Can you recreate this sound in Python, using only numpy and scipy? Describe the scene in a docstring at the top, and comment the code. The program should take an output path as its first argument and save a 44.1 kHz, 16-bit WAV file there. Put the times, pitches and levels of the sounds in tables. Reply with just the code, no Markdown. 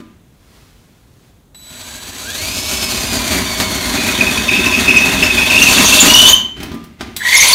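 """A faint knock and a rustle of cloth, then a cordless drill whistles, spins up and bores into a steel drum.
The gears whine and sag under load while the bit grinds, chatters and squeaks up to one held squeal.
The drill stops, the steel rings on, the drum is knocked as the drill is reseated, and it bites again.
Coloured noise makes the cutting and cloth, sines the gears and squeals, decaying modes the knocks and ring.
The workshop adds echoes and a noise floor; the loudest peaks overload the mono microphone."""
import sys
import numpy as np
from scipy import signal
from scipy.fft import rfft, irfft
from scipy.io import wavfile
from scipy.ndimage import uniform_filter1d

SR = 44100
rng = np.random.default_rng(int(sys.argv[2]) if len(sys.argv) > 2 else 0)


def unload_audio(sound):
    """Save the sound as a 16-bit wav file, at the path given as the first command line argument."""
    columns = np.transpose(np.atleast_2d(sound))
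    # keep every value between -1 and 1, then stretch to whole-number steps
    steps = np.round(np.clip(columns, -1, 1) * 32767)
    wavfile.write(sys.argv[1], SR, steps.astype(np.int16))


N = 332541
T = np.arange(N) / SR  # seconds


def amp(db):
    """Decibels as a gain."""
    return 10 ** (np.asarray(db) / 20)


def unit(x):
    """Scales a signal to rms 1."""
    return x / np.sqrt(np.mean(x ** 2) + 1e-20)


def read(points, hz):
    """Reads a table over frequency, joined by straight lines in log frequency."""
    f, value = np.transpose(points)
    return np.interp(np.log(hz + 1), np.log(f + 1), value)


def curve(rows, axis):
    """One column of a table, joined by straight lines in time."""
    rows = np.asarray(rows)
    return np.interp(T, rows[:, 0], rows[:, axis])


def level(rows, axis):
    """A dB column as a gain, silent outside its rows, with softened ends."""
    inside = (T >= rows[0][0]) & (T <= rows[-1][0] + .002)
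    return amp(curve(rows, axis)) * uniform_filter1d(inside * 1., size=130)


def gate(start, end, rise_s, t60):
    """Rises in a straight line, holds until the end, then dies away by 60 dB in each t60."""
    rise = np.clip((T - start) / rise_s, 0, 1)
    return rise * amp(-60 * np.clip((T - end) / t60, 0, 4))


def add(mix, s, sound):
    """Lays a short sound into the mix at a time in seconds."""
    part = mix[max(round(s * SR), 0):][:len(sound)]
    part += sound[:len(part)]


def drift(rate_hz, count=N):
    """Smooth random wander of rms 1, about as fast as the rate."""
    hz = np.fft.rfftfreq(count, 1 / SR)
    spectrum = rfft(rng.standard_normal(count)) * np.exp(-(hz / rate_hz) ** 2)
    return unit(irfft(spectrum, count))


def colour(x, points, size=4096):
    """A causal minimum-phase filter with the given spectrum; rms 1."""
    log_gain = np.log(amp(read(points, abs(np.fft.fftfreq(size, 1 / SR)))))
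    taps = np.fft.ifft(np.exp(np.conj(signal.hilbert(log_gain)))).real
    return unit(signal.oaconvolve(x, taps[:size // 2])[:N])


def resonate(x, hz, width):
    """A resonance of about gain 1 at a fixed pitch; a wider one dies sooner."""
    r = np.exp(-np.pi * abs(width) / SR)
    return 2 * signal.lfilter([1 - r], [1, -r * np.exp(2j * np.pi * hz / SR)], x).real


def partials(turns, levels_db, multiples=None):
    """Sines on multiples of one rotation (plain harmonics unless given), each with its rms level."""
    if multiples is None:
        multiples = np.arange(len(levels_db)) + 1
    return sum(np.sqrt(2) * amp(db) * np.sin(2 * np.pi * k * turns) for k, db in zip(multiples, levels_db))


def chips(per_s, spread_db, rub):
    """Tiny fractures of uneven size over steady rubbing."""
    sizes = amp(spread_db * np.minimum(rng.exponential(1, N), 4)) * rng.choice([-1, 1], N)
    fractures = unit(sizes * (rng.random(N) < per_s / SR))
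    return unit(fractures + rub * rng.standard_normal(N))


# noise floor spectrum: pitch_hz, relative level_db
FLOOR_SPECTRUM = [(12, -34), (28, -25), (42, 1), (59, 1.5), (135, -1.5), (774, -21.5), (2930, -33.5),
                  (3460, -28.5), (5090, -38), (6360, -31.5), (7720, -34.5), (15000, -36)]
FLOOR_DB = -48


def noise_floor():
    """Steady coloured noise under everything."""
    return amp(FLOOR_DB) * colour(rng.standard_normal(N), FLOOR_SPECTRUM)


# decay of the workshop echoes: pitch_hz, t60_s
ROOM_T60 = [(100, 0.96), (300, 0.34), (1000, 0.46), (3000, 0.39), (7000, 0.28), (15000, 0.26)]


def room(x, wet_db, size=256):
    """The workshop: dense echoes that die at their own speed in each band."""
    t = T[:SR * 3 // 4]
    taps = rng.choice([-1., 1.], len(t)) * (rng.random(len(t)) < 3000 / SR) * (t > .003)
    hz, at, bands = signal.stft(taps, SR, nperseg=size)
    decay = amp(-60 * at / read(ROOM_T60, hz)[:, None])
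    tail = signal.istft(bands * decay, SR, nperseg=size)[1]
    wet = signal.fftconvolve(x, tail / np.linalg.norm(tail))[:N]
    return (x + amp(wet_db) * wet) / np.sqrt(1 + amp(wet_db) ** 2)


# each run of the drill: trigger_pulled_s, squeezed_home_s, let_go_s, controller_whistle_db
RUNS = [(1.545, 2.3, 6.305, -41), (7.16, 7.24, 7.54, -37.5)]
# gear mesh as the motor creeps, spins up, sags under load, stops and restarts: time_s, mesh_hz
SPEED = [(1.6, 688.5), (2.13, 872.5), (2.42, 2212), (2.54, 2560), (2.7, 2658), (3.05, 2495), (3.3, 2345),
         (3.95, 2083), (4.2, 1853), (6.3, 1742), (7.16, 600), (7.32, 1760)]
# weight on the drill: time_s, pressure (0-1)
PRESSURE = [(2.42, 0.1), (2.58, 0.28), (3.0, 0.53), (3.35, 0.73), (4.0, 0.81), (4.6, 1), (6.3, 1),
            (6.6, 0.21)]
# the lips snag, first breaking through the sheet, then catching on the rim of the hole:
# start_s, end_s, build_up_s, strength (about 1 = full)
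SNAGS = [(5.34, 6.293, 0.53, 0.88), (7.187, 7.54, 0.086, 1.025)]
SEAT_S, STOP_T60_S, SNAG_T60_S = 0.38, 0.3, 0.44  # the bit seats itself, the brake stops it, a snag lets go


def drive():
    """The state of the drill: whether it cuts, its speed in octaves below the top, pressure and snag."""
    cutting = sum(gate(pulled, let_go, SEAT_S, STOP_T60_S) for pulled, _, let_go, _ in RUNS)
    mesh = curve(SPEED, axis=1)
    octaves = np.log2(mesh / mesh.max())
    snag = sum(strength * gate(start, end, build_s, SNAG_T60_S) for start, end, build_s, strength in SNAGS)
    return cutting, octaves, curve(PRESSURE, axis=1), snag


def follow(state, law_db):
    """The gain of one sound, from the state of the drill."""
    cutting, octaves, pressure, snag = state
    top, per_octave, pressed, snagged = law_db
    return cutting * amp(top + per_octave * octaves + pressed * pressure + snagged * snag)


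# sleeve and glove rustle as the bit is placed: time_s, level_db before a common lift
RUSTLE = [(0.15, -75), (0.35, -65), (0.55, -52.5), (0.8, -58.5), (1.1, -62.5), (1.25, -58), (1.53, -76)]
# the drum rocks under the hand, or trembles as the drill coasts to a stop: start_s, end_s, level_db
SHIFTS = [(-.03, 0.003, -47), (6.3, 6.42, -37), (6.556, 6.645, -33), (6.985, 7.013, -33.5)]
# low rumble through the floor: pitch_hz, relative level_db
RUMBLE_SHAPE = [(15, -36), (30, -22), (45, -1), (70, 1.5), (100, -0.5), (140, -5), (250, -24), (800, -49)]
# hollow boom of the drum: pitch_hz, relative level_db
BOOM = [(60, -24), (120, -11), (165, -7), (198, 2), (232, 2), (275, 0), (320, -2), (400, -6), (480, -18),
        (1200, -40.5)]
# clank of the drum wall: pitch_hz, relative level_db
CLANK = [(100, -21), (220, 8), (450, -16), (700, 3), (1100, -2.5), (1600, 2), (2200, 2), (4000, -4),
         (6500, -11), (15000, -31)]


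def handling():
    """Cloth rubs as grainy noise; the drum rumbles, booms and grates as it rocks or trembles."""
    cloth_spectrum = [(300, 3), (1500, 1.5), (4500, -0.5), (8000, -6), (15000, -11)]  # pitch_hz, level_db
    rubbing = colour(chips(per_s=2000, spread_db=1, rub=1), cloth_spectrum)
    cloth = amp(3.5) * level(RUSTLE, axis=1) * rubbing
    shifting = sum(amp(db) * gate(start, end, rise_s=0.02, t60=1) for start, end, db in SHIFTS)
    grate = amp(-4.0) * colour(chips(per_s=700, spread_db=0.5, rub=0.77), CLANK)
    boards = amp(-5.5) * colour(rng.standard_normal(N), RUMBLE_SHAPE)
    hollow = colour(rng.standard_normal(N), BOOM)
    return cloth + shifting * (boards + hollow + grate)


# the tool knocks on the drum: time_s, thud_db and clank_db before common lifts, sharpness (0-1)
KNOCKS = [(0.002, -32, -45, 0.1), (1.546, -61, -43.5, 0.12), (3.6, -22.5, -9, 0.4),
          (6.602, -25.5, -29, 0.18), (6.63, -28.5, -23.5, 0.46), (6.716, -26.5, -32, 0.2),
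          (6.742, -24.5, -38, 0.7), (6.839, -40, -40, 0.83), (7.008, -27, -23, 0.08),
          (7.164, -42, -18.5, 0.89)]
# modes of the lid: pitch_hz, relative level_db, t60_s
LID = [(184, -4, 0.095), (230, 0, .12), (270, -5.5, .15), (323.2, -2.5, 0.3), (591, -17.5, 0.28),
       (1012, -20.5, .4), (1199, -18, 0.3), (1283, -20, 0.31), (1355, -23, 0.26)]
# resonances of the drum wall and the bit: pitch_hz, width_hz, relative level_db
STEEL = [(1006, 113, 5.5), (1550, 71, -5), (1904, 25, 1), (2120, 51, -5.5), (3170, 130, 1), (3404, 120, 6),
         (3623, 150, 6.5), (4460, 140, 3.5), (5410, 110, -2.5), (5850, 81, 0), (6000, 90, -8),
         (6470, 190, -4), (7260, 200, -32), (7580, 80, -9), (8650, 220, -10), (8900, 140, -15),
         (9800, 150, -16), (11800, 150, -19.5)]
# bright tick of steel on steel: pitch_hz, relative level_db
TICK = [(300, -21), (2000, -4.5), (4000, 2), (7000, -3.5), (10000, -2.5), (15000, -2)]
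CLANK_T60_S, CLANK_RISE_S = 0.077, .001


def knocks():
    """Each knock gives a hollow thud of the lid and a clank of the wall; steel on steel adds a bright tick."""
    t = T[:SR // 2]
    thuds, dull, sharp = np.zeros((3, N))
    modes = sum(amp(db - 60 * t / t60) * np.sin(2 * np.pi * hz * t) for hz, db, t60 in LID)
    lid = modes * (1 - np.exp(-t / 0.0011))
    for s, thud_db, clank_db, sharpness in KNOCKS:
        add(thuds, s, amp(thud_db + 4) * lid)
        blow = amp(clank_db + 4.5 - 60 * t / CLANK_T60_S) * np.minimum(t / CLANK_RISE_S, 1)
        add(dull, s, (1 - sharpness) * blow)
        add(sharp, s, sharpness * blow)
    rattle = chips(per_s=3000, spread_db=1.2, rub=0.9)
    wall = sum(amp(db) * resonate(dull * rattle, hz, width) for hz, width, db in STEEL)
    clank = dull * colour(rattle, CLANK)
    tick = sharp * colour(rattle, TICK)
    return thuds + clank + tick + amp(-7.0) * wall


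# the steel rings on when the bit lets go: pitch_hz, level_db, t60_s
FREE_RING = [(3070, -9.5, .58), (6040, -34, .45), (6659, -32.5, 0.38), (7160, -33, 0.77), (13950, -26, .22)]


def ring_down():
    """Freed from the bit at the end of the first run, the modes of the steel die away smoothly."""
    t, out = T[:SR], np.zeros(N)
    ring = sum(np.sqrt(2) * amp(db - 60 * t / t60) * np.sin(2 * np.pi * hz * t) for hz, db, t60 in FREE_RING)
    add(out, RUNS[0][2], ring * (1 - np.exp(-t / .01)))
    return out


# multiples of the gear mesh heard in the whine (ratio)
GEAR_MULTIPLES = [1 / 7, 2 / 7, 3 / 7, 6 / 7, 1, 2, 3]
# each of those multiples before the housing: level_db
GEAR_DB = [-12, -6, -2, -12, -4, -4.5, -17]
# response of the drill housing: pitch_hz, gain_db
HOUSING = [(150, -11), (280, -0.5), (400, -4.5), (600, -4), (850, -18), (1250, -9), (1580, 12), (1900, 0.5),
           (2350, 7), (2700, -5), (3500, 11.5), (5000, 6), (9000, 2.5)]
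# how the whine follows the drill: top_speed_db, per_octave_db, full_pressure_db, full_snag_db
WHINE_LAW = (-32, 10, 0, -13)
# harmonics of the controller whistle: relative level_db
SWITCH_DB = [-3, -1, -11]
SWITCH_HZ, WHISTLE_T60_S = 3947, 1.6  # the whistle fades once the trigger is home


def motor(state):
    """Gear teeth whine through the housing, unsteady when slow or loaded; the speed controller whistles."""
    mesh = curve(SPEED, axis=1)
    _, octaves, pressure, _ = state
    shake = .003 + .018 * pressure ** 3 - .016 * octaves  # share of the pitch
    turns = np.cumsum(mesh * (1 + shake * drift(rate_hz=180))) / SR
    teeth_db = [db + read(HOUSING, k * mesh) for k, db in zip(GEAR_MULTIPLES, GEAR_DB)]
    teeth = partials(turns, teeth_db, GEAR_MULTIPLES)
    flutter = amp(2.7 * drift(rate_hz=110) + 1.5 * drift(rate_hz=12))
    whine = follow(state, WHINE_LAW) * teeth * flutter
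    switching = SWITCH_HZ * np.cumsum(1 + 0.0015 * drift(rate_hz=140)) / SR
    part_way = sum(amp(db) * gate(pulled, home, .003, WHISTLE_T60_S) for pulled, home, _, db in RUNS)
    return whine + part_way * partials(switching, SWITCH_DB)


def slipping(hz, jitter, jitter_hz, flutter_db, levels_db, multiples=None, count=N):
    """A stick-slip tone whose pitch and strength never hold still."""
    turns = np.cumsum(hz * (1 + jitter * drift(jitter_hz, count))) / SR
    flutter = unit(amp(flutter_db * drift(jitter_hz, count)))
    return partials(turns, levels_db, multiples) * flutter


# the bit sticks and slips in short squeaks: start_s, decay_s (time constant), pitch_hz, level_db
SQUEAKS = [(3.973, 0.023, 2453, -17.5), (4.083, 0.011, 2483, -16), (4.205, .007, 2480, -7),
           (4.265, 0.015, 2520, -10.5), (4.371, .015, 2550, -18), (4.48, 0.0089, 2553, -15.5),
           (4.553, .018, 2593, -12.5), (4.659, 0.011, 2600, -7.5), (4.729, 0.021, 2545, -11.5),
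           (4.876, .028, 2596, -8), (4.959, .03, 2572, -3), (4.975, 0.027, 5980, -21),
           (5.223, 0.019, 2638, -3), (5.23, .02, 5281, -16.5), (5.297, 0.012, 2560, -9),
           (5.371, 0.025, 2490, -10), (5.494, 0.027, 2637, -11), (5.544, .02, 2573, -9.5),
           (5.616, 0.011, 2730, -4.5), (5.62, 0.017, 6060, -11.5), (5.665, 0.015, 2643, -7),
           (5.69, .04, 7220, -17), (5.851, 0.021, 6410, -8.5), (5.919, 0.014, 2697, -7.5),
           (5.956, 0.025, 2656, -9), (6, 0.013, 7100, -0.5), (6.135, 0.028, 5800, -8.5),
           (6.283, 0.019, 6660, -5.5), (6.295, .02, 14200, -16), (7.25, 0.016, 1920, -10),
           (7.344, 0.032, 6600, -10), (7.364, .009, 5400, -7.5), (7.368, 0.0062, 10950, -8),
           (7.401, 0.021, 6230, -5), (7.481, 0.013, 10000, -9.5), (7.528, 0.02, 4490, -1)]
# harmonics of a squeak or screech: relative level_db
SQUEAK_DB = [0.5, -17.5]
# rough screech under the squeaks: start_s, end_s, first_pitch_hz, last_pitch_hz, level_db, jitter (share)
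SCREECHES = [(3.95, 4.329, 2451, 2530, -30, 0.034), (4.475, 5.18, 2572, 2595, -19.5, .03),
             (5.401, 6.07, 2594, 2684, -17.5, .03), (7.191, 7.251, 1800, 1946, -25, 0.0797),
             (7.25, 7.469, 1921, 2228, -12, 0.0549)]
# partials of the held squeal: multiple of its pitch (ratio)
SQUEAL_MULTIPLES = [1 / 3, 1, 2]
# each of those partials: level_db
SQUEAL_DB = [-28.5, -5.5, -17.5]
SQUEAK_RISE_S, SQUEAK_HOLD_S = 0.0043, 0.0094  # the hold includes the rise
SCREECH_RISE_S, SCREECH_T60_S, SCREECH_SURGE_DB = 0.012, .2, 4
SQUEAL_START_S, SQUEAL_END_S, SQUEAL_RISE_S, SQUEAL_T60_S = 6.075, 6.35, .01, 0.082
SQUEAL_GLIDE_S, SQUEAL_FROM_HZ = .235, 2860


def squeals():
    """Stick-slip tones: short squeaks over a rough screech, and a squeal climbing to the steel's free ring."""
    out = np.zeros(N)
    t = T[:SR // 8]
    for s, decay_s, hz, db in SQUEAKS:
        swell = np.minimum(t / SQUEAK_RISE_S, 1) * np.exp(-np.maximum(t - SQUEAK_HOLD_S, 0) / decay_s)
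        jitter = read([(2600, 0.02), (6500, 0.045), (14000, .012)], hz)  # pitch_hz, jitter as a share
        harmonics_db = SQUEAK_DB if hz < SR / 5 else SQUEAK_DB[:1]
        squeak = slipping(hz, jitter, jitter_hz=386, flutter_db=3.0, levels_db=harmonics_db, count=len(t))
        add(out, s, amp(db) * swell * squeak)
    for start, end, first_hz, last_hz, db, jitter in SCREECHES:
        pitch = np.interp(T, [start, end], [first_hz, last_hz])
        surge = amp(db + SCREECH_SURGE_DB * drift(rate_hz=28))
        screech = slipping(pitch, jitter, jitter_hz=257.2, flutter_db=5.5, levels_db=SQUEAK_DB)
        out += surge * gate(start, end, SCREECH_RISE_S, SCREECH_T60_S) * screech
    pitch = np.interp(T - SQUEAL_START_S, [0, SQUEAL_GLIDE_S], [SQUEAL_FROM_HZ, FREE_RING[0][0]])
    held = slipping(pitch, jitter=0.00698, jitter_hz=170, flutter_db=6.5,
                    levels_db=SQUEAL_DB, multiples=SQUEAL_MULTIPLES)
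    return out + gate(SQUEAL_START_S, SQUEAL_END_S, SQUEAL_RISE_S, SQUEAL_T60_S) * held


# how the chatter follows the drill: top_speed_db, per_octave_db, full_pressure_db, full_snag_db
CHATTER_LAW = (-39.5, 0.5, 18, 10)
LOOSE_DB = 16.5  # back in the open hole, the bit rattles harder against the rim


def chatter(state):
    """The bit judders in the hole, feeding now one resonance of the steel, now another."""
    judder = chips(per_s=900, spread_db=3.5, rub=0.62)
    slow_t = T[::100]
    ring = np.zeros(N)
    for hz, width, db in STEEL:
        feed_db = 3.5 * unit(uniform_filter1d(rng.standard_normal(len(slow_t)), size=12))
        feed = np.interp(T, slow_t, amp(feed_db))
        ring += amp(db) * resonate(judder, hz, width) * feed
    loose = amp(LOOSE_DB * (T > RUNS[1][0]))  # from the second run on
    return loose * follow(state, CHATTER_LAW) * unit(ring)


# hiss of the cutting edge: pitch_hz, relative level_db
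HISS = [(1200, -13.5), (2300, 5), (3300, 1.5), (4500, 5.5), (5200, -4), (6000, 3), (7200, 1.5), (7800, -3),
        (9500, -2), (10400, -8.5), (11200, -4.5), (13000, -6.5), (15700, -14)]
# scrape of the sheet: pitch_hz, relative level_db
SCRAPE = [(250, -19), (480, -7), (590, 5), (720, -0.5), (1000, -4.5), (1600, 2), (2200, 6.5), (3200, -22.5),
          (8000, -40.5)]
# a lip grabs a thick chip and shakes the drum: time_s, change_db
GRABS = [(3.38, 5), (3.98, 2.5), (4.22, 3.5), (4.59, 1.5), (4.92, 4), (5.8, 10), (6.05, 8.5), (6.18, -1.5)]
GRAB_S, GRAB_SCRAPE_SHARE = .04, 0.51  # half-width of a grab (to 1/e); share of its dB heard in the scrape
# how the hiss follows the drill: top_speed_db, per_octave_db, full_pressure_db, full_snag_db
HISS_LAW = (-21, 6.5, 1.5, 14)
# the same columns for the scrape: top_speed_db, per_octave_db, full_pressure_db, full_snag_db
SCRAPE_LAW = (-31.5, 3.5, 11.5, 5)
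# the same columns for the boom: top_speed_db, per_octave_db, full_pressure_db, full_snag_db
BOOM_LAW = (-38, 4, 18.5, -2)
# the same columns for the rumble: top_speed_db, per_octave_db, full_pressure_db, full_snag_db
RUMBLE_LAW = (-37.5, 5.5, 9.5, -0.5)


def grinding(state):
    """The two lips of the bit tear chips; the cutting hisses, shakes the drum and reaches the floor."""
    lip_turns = np.cumsum(curve(SPEED, axis=1)) / SR / 75  # the gearbox slows the bit
    bite = amp(1.0 * np.sin(2 * np.pi * lip_turns) + 2.1 * drift(rate_hz=22.7))
    tears = chips(per_s=2500, spread_db=3.5, rub=1.0) * bite
    heavy_tears = chips(per_s=400, spread_db=3, rub=0.6) * bite
    grab_db = sum(db * np.exp(-((T - s) / GRAB_S) ** 2) for s, db in GRABS)
    hiss = follow(state, HISS_LAW) * colour(tears, HISS)
    scrape = follow(state, SCRAPE_LAW) * amp(GRAB_SCRAPE_SHARE * grab_db) * colour(tears, SCRAPE)
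    boom = follow(state, BOOM_LAW) * amp(grab_db) * colour(heavy_tears, BOOM)
    rumble = follow(state, RUMBLE_LAW) * colour(rng.standard_normal(N) * bite, RUMBLE_SHAPE)
    return hiss + scrape + boom + rumble


def scene():
    """The drill and drum in the workshop over the noise floor, the same in both channels."""
    state = drive()
    drum = handling() + knocks() + ring_down()
    drill = motor(state) + squeals() + chatter(state) + grinding(state)
    mono = room(drum + drill, wet_db=-6) + noise_floor()
    return np.array([mono, mono])


EDGE_HZ = 15750  # top of the microphone's band


def record(dry):
    """The microphone overloads: loud peaks flatten against full scale; then the band limit."""
    clipped = dry / (1 + dry ** 8) ** (1 / 8)
    low_pass = signal.firwin(511, EDGE_HZ, window=("kaiser", 9), fs=SR)
    return signal.oaconvolve(clipped, low_pass[None], "same")


dry = scene()
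out = record(dry)
unload_audio(out)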